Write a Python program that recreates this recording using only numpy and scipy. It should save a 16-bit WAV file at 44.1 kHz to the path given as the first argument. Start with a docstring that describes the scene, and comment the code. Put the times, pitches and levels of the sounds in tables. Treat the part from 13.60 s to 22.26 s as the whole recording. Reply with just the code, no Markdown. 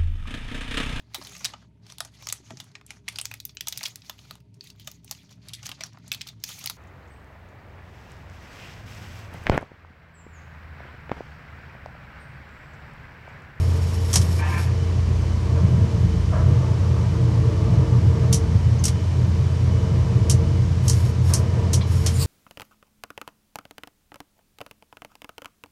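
"""A motor hums steadily in the cab of a tower crane while the trolley runs in along the jib: drifting sines.
The winch shakes the steelwork: shaped noise booms and whirrs, and tones rise, with pulls and jolts.
The control lever clicks through its notches as noise bursts; slip noise scrapes, rustles and rasps.
Bent sines squeal and squeak; filtered noise gives clunks, a knocked fitting, fan hiss and city rumble."""
import sys
import numpy as np
from scipy import signal
from scipy.fft import rfft, irfft
from scipy.io import wavfile
from scipy.ndimage import uniform_filter1d, map_coordinates

SR = 44100
rng = np.random.default_rng(int(sys.argv[2]) if len(sys.argv) > 2 else 0)


def persist_wave(psi):
    """Save psi, clipped to +-1, as 16-bit WAV."""
    counts = np.round(np.clip(psi, -1, 1) * 32767).astype(np.int16)
    wavfile.write(sys.argv[1], SR, np.atleast_2d(counts).T)


N = 381906
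TIME_S = np.arange(N) / SR
TOP_HZ = 14650

MOTOR_HZ, MOTOR_DB = 85.9, -21.5
# drive hum at any load: pitch_hz, level_db, wander_db
HUM_TONES = [(58.9, -37.5, 5.5), (118.6, -34.5, 3)]

# winch drive tones: pitch_hz, level_re_boom_db, wander_db
DRIVE_TONES = [(106.4, -14, 2), (118.45, -7, 2.5), (124.9, -10, 2), (135, -14.5, 6.5), (166.5, -15, 3),
               (179.2, -21.5, 5.5), (222.8, -29, 8)]
# steelwork boom spectrum: freq_hz, relative_density_db
BOOM_SPECTRUM = [(28, -65), (40, -34), (58, -16.5), (76, -8), (97, -2), (125, 0.5), (146, -9), (160, -15.5),
                 (175, -10), (205, -18), (250, -32), (360, -26), (700, -71)]
# gear noise spectrum: freq_hz, relative_density_db
GEAR_SPECTRUM = [(150, -21), (320, 3.5), (400, 2), (530, -3.5), (640, -1.5), (800, -19.5), (880, -8),
                 (1180, -10.5), (1450, -25.5), (2000, -21), (4000, -44)]
# gear housing resonances: freq_hz, width_hz, gain_db
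HOUSING_MODES = [(307, 9.9, 1), (455, 31, 2.5), (638, 21, -14), (966.4, 19, -2.5), (1560, 28, -14),
                 (1765, 18, -13.5)]
# gear mesh tones: pitch_hz, relative_level_db, wander_db
MESH_TONES = [(283.5, -14, 3.5), (306, -10, 4), (317.6, -13, 4), (452.8, -5, 3), (464, -8.5, 4),
              (636, -21, 5)]
# winch pulls, levels before the trims in winch(): start_s, length_s, boom_db, whirr_db, mesh_db
PULLS = [(1.85, .5, -19, -38, -34.5), (2.76, 0.16, -20, -33.5, -30), (2.953, .5, -24, -38.5, -41),
         (3.474, 0.47, -18.5, -33.5, -30.5), (3.954, 0.84, -17, -34, -30), (5.977, 0.93, -17.5, -35, -33.5),
         (7.15, 0.296, -30.5, -39, -43), (7.685, 0.49, -23, -33.5, -44)]
# load jolts, level before the boom trim: start_s, level_db
JOLTS = [(.55, -16), (2.02, -11), (2.78, -10.5), (4.919, -15.5), (6.8, -20)]
# idle levels before the same trims
IDLE_BOOM_DB, IDLE_WHIRR_DB, IDLE_MESH_DB = -24.5, -35, -40
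# gears fall quiet soon after a pull, the steelwork booms on
PULL_RISE_S, GEAR_T60_S, SWAY_T60_S = 0.12, 0.64, 11.2
JOLT_RISE_S, JOLT_T60_S = 0.022, 1.27
JOLT_RATTLE_DB = -23.5  # share of a jolt that reaches the gears
# winch frame resonances: freq_hz, width_hz, relative_gain_db
FRAME_MODES = [(140.6, 31, -2), (178.6, 13, -1), (203.5, 18, -5)]
# thin drive whine: idle_pitch_hz, level_db, wander_db
WHINE_TONES = [(3032, -63, 2.5), (3010, -64.5, 3.5), (2320, -65, 0.5)]

# cab fan spectrum: freq_hz, relative_density_db
FAN_SPECTRUM = [(200, 2), (1000, 5), (1450, -0.5), (2250, -1.5), (2650, -3.5), (3000, -3.5), (3700, -5.5),
                (5700, -5), (7500, -12), (9000, -16), (11000, -24), (14500, -32.5)]
# city rumble spectrum: freq_hz, relative_density_db
CITY_SPECTRUM = [(22, -14), (30, -23), (39, -7), (55, -2), (72, 5.5), (150, -15), (200, -2.5), (270, -12),
                 (500, -25.5)]

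# sleeve rustle spectrum: freq_hz, relative_density_db
CLOTH_SPECTRUM = [(1500, -1), (3000, -6), (5000, -4), (6100, -8), (8500, -5.5), (11500, -17), (13000, -16),
                  (14500, -27)]
# rustle sheen: freq_hz, width_hz, gain_db
CLOTH_MODES = [(5460, 180, 5), (6570, 330, -2.5), (10300, 290, -2.5), (11560, 270, -6.5)]
# sleeve movements: start_s, length_s, level_db
RUSTLES = [(-0.07, 0.6, -46.5), (.42, 0.38, -41.5), (.83, 0.22, -43), (7.21, 0.29, -44),
           (7.62, 0.18, -42.5), (8.26, 0.53, -42.5)]
RUSTLE_RISE_S, RUSTLE_T60_S = 0.056, 0.11
# resonances of the hand sliding on the grip: freq_hz, width_hz, relative_gain_db
SLIDE_MODES = [(1150, 250, 0.5), (2780, 330, -4), (4030, 300, -7.5), (4620, 820, 2), (7450, 1200, 0),
               (8200, 350, -1), (9050, 850, -6), (13300, 1400, -6)]
SLIDE_PEAK_S, SLIDE_DB, SLIDE_RISE_DB_PER_S, SLIDE_FALL_DB_PER_S = 8.625, -25.5, 330, 490

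# lever strike colour: freq_hz, gain_db
LEVER_COLOUR = [(400, -19.5), (1800, -24), (2700, -14.5), (3700, -8), (5000, -7), (5900, 1), (7200, -5),
                (9800, -6.5), (11700, -13.5), (12400, -17), (14500, -19)]
# lever modes, before modes_db: freq_hz, width_hz, gain_db
LEVER_MODES = [(3177, 40, -2), (4800, 45, -8), (5670, 60, -6), (5730, 39, -1), (6050, 81, -13),
               (6050, 65, -5), (8700, 64, -14)]
# low body of the lever console: freq_hz, width_hz, gain_db
CONSOLE_MODES = [(900, 1200, -5), (2310, 920, -12), (3130, 440, -5.5), (3750, 1300, 1.5)]
# notch click then latch snap, levels before gain_db: start_s, click_db, latch_delay_s, latch_db, body_share_db
NOTCHES = [(.537, -14, .0185, -10, -6), (4.726, -13, 0.016, -18, -22), (5.238, -17.5, 0.014, -14, -19),
           (6.696, -13.5, 0.012, -19, -22), (7.279, -17, 0.016, -15.5, -13.5),
           (7.735, -13.5, 0.0078, -19, -12), (8.1306, -16, 0.0083, -18, -34),
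           (8.461, -17.5, 0.0058, -24, -4.5)]
# light taps of the lever in its play, level before gain_db: start_s, level_db, body_share_db
TAPS = [(0.5289, -17.5, -24), (0.613, -28, -4), (5.279, -21.5, -2), (7.33, -29, -4), (8.352, -37, -20)]
NOTCH_T60_S, TAP_T60_S = 0.115, 0.085

# modes of the scraped part: freq_hz, width_hz, relative_gain_db
SCRAPE_MODES = [(787, 35, 1), (940, 36, 6), (1044, 39, 2), (1210, 32, 1), (1370, 30, -1), (1600, 64, 2),
                (1730, 40, 3.5), (1860, 90, -4), (2200, 60, 2), (2360, 68, -4), (2550, 36, -3)]
# dry scrape strokes: start_s, length_s, level_db
SCRAPES = [(.783, 0.11, -35.5), (.9, 0.071, -34.5)]
SCRAPE_RISE_S, SCRAPE_T60_S = 0.021, 0.62
# squeals of single scraped modes: start_s, length_s, start_pitch_hz, level_db
SQUEALS = [(.785, 0.042, 1062, -43), (.785, 0.065, 1173, -43), (.78, 0.037, 2375, -41.5),
           (.79, .045, 1910, -46), (.825, 0.07, 1740, -42), (.87, 0.12, 1040, -42), (.9, .065, 2350, -40),
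           (.915, 0.061, 1785, -40.5), (.945, 0.044, 1577, -46), (.953, 0.026, 2405, -42)]
SQUEAL_RISE_S, SQUEAL_T60_S, SQUEAL_SAG_HZ_PER_S = 0.022, 0.25, 94

# panel modes rung by a clunk: freq_hz, width_hz, relative_gain_db
PANEL_MODES = [(620, 68, 18), (988, 63, 12.5), (1135, 71, 11), (1297, 60, 3), (1570, 80, 1)]
# dull steelwork clunks: start_s, level_db, rise_s, t60_s
CLUNKS = [(1.94, -35.5, 0.045, 0.21), (2.715, -31.5, 0.017, 0.9), (2.757, -46, 0.012, 0.25),
          (7.69, -33.5, 0.017, 0.54)]

# rope drum resonances: freq_hz, width_hz, relative_gain_db
DRUM_MODES = [(560, 46, 0), (652, 49, 1), (884, 38, 2), (1070, 110, -12.5), (1145, 55, -2)]
# rope rasping on the drum: start_s, length_s, level_db
RASPS = [(2.9, 1.96, -44.5), (6.55, 0.22, -41)]
RASP_RISE_S, RASP_T60_S = 0.09, 0.35

# skin squeaks on the grip: start_s, length_s, start_pitch_hz, level_db
SQUEAKS = [(5.187, .009, 6350, -40), (8.531, .01, 8750, -45), (8.531, .011, 10080, -44),
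           (8.54, 0.03, 7240, -42), (8.553, 0.012, 9090, -39), (8.59, .012, 8250, -36),
           (8.601, 0.028, 4870, -33.5)]
SQUEAK_RISE_S, SQUEAK_T60_S, SQUEAK_SAG_HZ_PER_S = 0.01, 0.068, 7700

# loose cab fitting: freq_hz, width_hz, relative_gain_db
FITTING_MODES = [(1060, 50, 2), (2410, 350, -10), (3300, 600, -6), (4020, 70, -1)]
FITTING_S, FITTING_DB, FITTING_RISE_S, FITTING_T60_S = 8.208, -33, 0.005, 0.11


def undb(db):
    """Decibels to gain."""
    return 10 ** (np.asarray(db) / 20)


def unit(x):
    """Scale to rms 1."""
    return x / np.sqrt(np.mean(x ** 2))


def noise():
    """White noise."""
    return rng.standard_normal(N)


def decay(age_s, t60_s):
    """Exponential gain, 60 dB down after t60_s."""
    return np.exp(-np.log(1000) * age_s / t60_s)


def walk(rate_hz):
    """Slow random signal of rms 1: levels held 1 / rate_hz seconds, smoothed twice."""
    k = int(SR / rate_hz)
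    held = np.repeat(noise()[:N // k + 1], k)
    return unit(uniform_filter1d(uniform_filter1d(held, k), k)[:N])


def colour(x, points):
    """Minimum-phase filter through (freq_hz, gain_db), falling 12 dB per octave beyond both ends."""
    size = 32768
    hz, db = np.transpose(points)
    octave = np.log2(np.maximum(np.fft.rfftfreq(size, 1 / SR), 1))
    outside = np.abs(octave - np.clip(octave, np.log2(hz[0]), np.log2(hz[-1])))
    response_db = np.interp(octave, np.log2(hz), db) - 12 * outside
    # folding the cepstrum makes the filter causal
    cepstrum = irfft(np.log(undb(response_db)))
    cepstrum[1:size // 2] *= 2
    cepstrum[size // 2 + 1:] = 0
    return signal.fftconvolve(x, irfft(np.exp(rfft(cepstrum))))[:N]


def ring(x, modes):
    """Parallel resonators (freq_hz, width_hz, gain_db) driven by x."""
    out = 0
    for hz, width_hz, db in modes:
        b, a = signal.iirpeak(hz, hz / width_hz, fs=SR)
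        out = out + undb(db) * signal.lfilter(b, a, x)
    return out


def lowpass(x, hz):
    """Steep treble damping."""
    return signal.sosfilt(signal.butter(4, hz, fs=SR, output="sos"), x)


def slips(rate_hz, spread_db):
    """Friction: tiny random slips of uneven size, rms 1."""
    hits = rng.random(N) < rate_hz / SR
    return unit(hits * noise() * undb(spread_db * noise()))


def tone(hz, drift):
    """Sine of rms 1 whose pitch drifts by a small share."""
    cycles = np.cumsum(hz * (1 + drift * walk(6))) / SR
    return np.sqrt(2) * np.sin(2 * np.pi * (cycles + rng.random()))


def chord(tones, drift, wander_rate_hz):
    """Tones (pitch_hz, level_db, wander_db) that swell and fade independently."""
    return sum(tone(hz, drift) * undb(db + wander_db * walk(wander_rate_hz)) for hz, db, wander_db in tones)


def swells(events, rise_s, t60_s):
    """Gain of events (start_s, length_s, level_db) that rise, hold and decay; overlaps add in power."""
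    power = 0
    for start_s, length_s, db in events:
        age_s = TIME_S - start_s
        rise = np.clip(age_s / rise_s, 0, 1)
        release = decay(np.maximum(age_s - length_s, 0), t60_s)
        power = power + (undb(db) * rise * release) ** 2
    return np.sqrt(power)


def squeaks(events, rise_s, t60_s, sag_hz_per_s, jitter, jitter_rate_hz):
    """A rubbing contact catches and sings briefly at a ragged, sinking pitch."""
    out = 0
    for start_s, length_s, hz, db in events:
        pitch_hz = hz - sag_hz_per_s * np.clip(TIME_S - start_s, 0, 2 * length_s)
        cycles = np.cumsum(pitch_hz * (1 + jitter * walk(jitter_rate_hz))) / SR
        envelope = swells([(start_s, length_s, db)], rise_s, t60_s)
        out = out + np.sqrt(2) * np.sin(2 * np.pi * cycles) * envelope
    return out


def motor(waver_db=0.93):
    """Near-constant motor speed fills the cab with one low note over the drive hum."""
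    note = tone(MOTOR_HZ, drift=0.0067) * undb(MOTOR_DB + waver_db * walk(8.8))
    return note + chord(HUM_TONES, drift=0.0086, wander_rate_hz=2.96)


def winch_load():
    """Boom and gear whirr levels in dB, before trims: pulls and jolts raise both above idle."""
    boom_pulls = [(start_s, length_s, boom_db) for start_s, length_s, boom_db, _, _ in PULLS]
    whirr_pulls = [(start_s, length_s, whirr_db) for start_s, length_s, _, whirr_db, _ in PULLS]
    sway = swells(boom_pulls, PULL_RISE_S, SWAY_T60_S)
    whirr = swells(whirr_pulls, PULL_RISE_S, GEAR_T60_S)
    jolts = swells([(start_s, JOLT_RISE_S, db) for start_s, db in JOLTS], JOLT_RISE_S, JOLT_T60_S)
    boom_power = undb(IDLE_BOOM_DB) ** 2 + sway ** 2 + jolts ** 2
    whirr_power = undb(IDLE_WHIRR_DB) ** 2 + whirr ** 2 + (undb(JOLT_RATTLE_DB) * jolts) ** 2
    return 10 * np.log10(boom_power), 10 * np.log10(whirr_power)


def winch(boom_trim_db=-4.5, gear_trim_db=-4.5, mesh_trim_db=-4, flutter_db=1):
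    """Load drives the steelwork boom and drive tones; gears whirr, and their mesh sings out in pulls."""
    load_db, whirr_db = winch_load()
    boom = unit(colour(noise(), BOOM_SPECTRUM)) + chord(DRIVE_TONES, drift=0.00755, wander_rate_hz=7)
    housing = lowpass(ring(noise(), HOUSING_MODES), hz=2290)
    gears = unit(colour(noise(), GEAR_SPECTRUM) + housing)
    mesh_pulls = [(start_s, length_s, mesh_db) for start_s, length_s, _, _, mesh_db in PULLS]
    singing = np.hypot(undb(IDLE_MESH_DB), swells(mesh_pulls, PULL_RISE_S, GEAR_T60_S))
    mesh = chord(MESH_TONES, drift=0.012, wander_rate_hz=12) * singing * undb(mesh_trim_db)
    boom = boom * undb(load_db + boom_trim_db)
    gears = gears * undb(whirr_db + gear_trim_db + flutter_db * walk(25))
    return boom + gears + mesh


def frame(idle_db=-39, swell_db_per_db=1.66):
    """The winch frame drones, growing faster than the gear noise as load rises."""
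    _, whirr_db = winch_load()
    drone = unit(lowpass(ring(noise(), FRAME_MODES), hz=239))
    return drone * undb(idle_db + swell_db_per_db * (whirr_db - IDLE_WHIRR_DB))


def whine(sag_per_db=0.004):
    """The drive sings thinly and loses a small share of its speed per dB of gear load."""
    _, whirr_db = winch_load()
    speed = 1 - sag_per_db * uniform_filter1d(whirr_db - IDLE_WHIRR_DB, size=SR // 4)
    tones = [(hz * speed, db, wander_db) for hz, db, wander_db in WHINE_TONES]
    return chord(tones, drift=0.003, wander_rate_hz=18)


def fan(level_db=-42.0):
    """Smooth hiss of air through the duct."""
    return unit(colour(noise(), FAN_SPECTRUM)) * undb(level_db)


def city(level_db=-37, swell_db=0.4):
    """Low rumble of distant traffic, wavering slightly."""
    return unit(colour(noise(), CITY_SPECTRUM)) * undb(level_db + swell_db * walk(2.1))


def hand(flicker_db=1.75):
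    """Slips of cloth rustle softly; the hand's slide on the grip swells to a peak and breaks off."""
    cloth = colour(slips(rate_hz=17000, spread_db=3.0), CLOTH_SPECTRUM) + ring(noise(), CLOTH_MODES)
    sleeve = unit(cloth) * swells(RUSTLES, RUSTLE_RISE_S, RUSTLE_T60_S)
    past_peak_s = TIME_S - SLIDE_PEAK_S
    slope_db = np.minimum(SLIDE_RISE_DB_PER_S * past_peak_s, -SLIDE_FALL_DB_PER_S * past_peak_s)
    slide = unit(ring(slips(rate_hz=8000, spread_db=4.0), SLIDE_MODES))
    grip = slide * undb(SLIDE_DB + slope_db)
    return (sleeve + grip) * undb(flicker_db * walk(60))


def strikes():
    """Lever blows as (start_s, level_db, t60_s, body_share_db): two per notch, one per tap."""
    blows = []
    for start_s, click_db, delay_s, latch_db, body_db in NOTCHES:
        blows.append((start_s, click_db, NOTCH_T60_S, body_db))
        blows.append((start_s + delay_s, latch_db, NOTCH_T60_S, body_db))
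    return blows + [(start_s, db, TAP_T60_S, body_db) for start_s, db, body_db in TAPS]


def lever(crack_s=0.0032, tail_db=0.0, gain_db=4.5, modes_db=-3, echo_top_hz=11000, grain_db=2.0):
    """Each strike is a brief bright crack, then the grainy, duller echo of the glazed cab."""
    age_s = np.arange(SR // 4) / SR
    sharp, body = np.zeros((2, N + len(age_s)))
    crack = (age_s / crack_s) ** 2 * np.exp(1 - (age_s / crack_s) ** 2)
    for start_s, db, t60_s, body_db in strikes():
        tail = undb(tail_db) * (1 - np.exp(-age_s / crack_s)) * decay(age_s, t60_s)
        contact, echo, sizes = rng.standard_normal((3, len(age_s)))
        echo = lowpass(unit(echo * undb(grain_db * sizes)), echo_top_hz)
        blow = undb(db + gain_db) * (crack * contact + tail * echo)
        span = slice(int(start_s * SR), int(start_s * SR) + len(age_s))
        sharp[span] += blow
        body[span] += blow * undb(body_db)
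    sharp, body = sharp[:N], body[:N]
    bright = colour(sharp, LEVER_COLOUR) + undb(modes_db) * ring(sharp, LEVER_MODES)
    return bright + lowpass(ring(body, CONSOLE_MODES), hz=5300)


def squeal(judder_db=2.5):
    """Single modes of the scraped part lock in and squeal with a judder."""
    song = squeaks(SQUEALS, SQUEAL_RISE_S, SQUEAL_T60_S, SQUEAL_SAG_HZ_PER_S,
                   jitter=0.0113, jitter_rate_hz=300)
    return song * unit(undb(judder_db * walk(220)))


def scrape(judder_db=1, shift_db=2, bend=0.0074):
    """Dense stick and slip rings modes that waver separately and bend as the contact moves."""
    rub = slips(rate_hz=6300, spread_db=3.5) * undb(judder_db * walk(110))
    body = sum(ring(rub, [mode]) * undb(shift_db * walk(30.4)) for mode in SCRAPE_MODES)
    # uneven playback speed bends all modes together
    position = np.cumsum(1 + bend * walk(40.6))
    bent = map_coordinates(body, [position], order=1, mode="mirror")
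    return unit(lowpass(bent, hz=2950)) * swells(SCRAPES, SCRAPE_RISE_S, SCRAPE_T60_S)


def clunks():
    """Soft blows that swell and die away in the panels."""
    envelope = 0
    for start_s, db, rise_s, t60_s in CLUNKS:
        age_s = np.maximum(TIME_S - start_s, 0)
        rise = np.minimum(age_s / rise_s, 1)
        envelope = envelope + undb(db) * rise * decay(np.maximum(age_s - rise_s, 0), t60_s)
    return unit(lowpass(ring(noise(), PANEL_MODES), hz=1800)) * envelope


def rope(flutter_db=2.0):
    """Rope slips rasp on the resonant drum, with a fluttering level."""
    rasp = unit(lowpass(ring(slips(rate_hz=3000, spread_db=5.0), DRUM_MODES), hz=1500))
    return rasp * swells(RASPS, RASP_RISE_S, RASP_T60_S) * undb(flutter_db * walk(15))


def skin():
    """Skin catches on the grip in brief, fast-sinking squeaks."""
    return squeaks(SQUEAKS, SQUEAK_RISE_S, SQUEAK_T60_S, SQUEAK_SAG_HZ_PER_S,
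                   jitter=0.03, jitter_rate_hz=720)


def fitting():
    """A loose fitting is knocked once: noise through its modes in a short, pitched ring."""
    knock = swells([(FITTING_S, FITTING_RISE_S, FITTING_DB)], FITTING_RISE_S, FITTING_T60_S)
    return unit(lowpass(ring(noise(), FITTING_MODES), hz=5000)) * knock


def scene():
    """Everything heard from the seat."""
    crane = motor() + winch() + frame() + whine() + clunks() + rope()
    cab = fan() + hand() + lever() + squeal() + scrape() + skin() + fitting()
    return (crane + cab + city())[None]


def record(dry):
    """Steep low-pass: nothing much is left above TOP_HZ."""
    return signal.sosfilt(signal.ellip(10, 0.2, 80, TOP_HZ, fs=SR, output="sos"), dry)


dry = scene()
out = record(dry)
persist_wave(out)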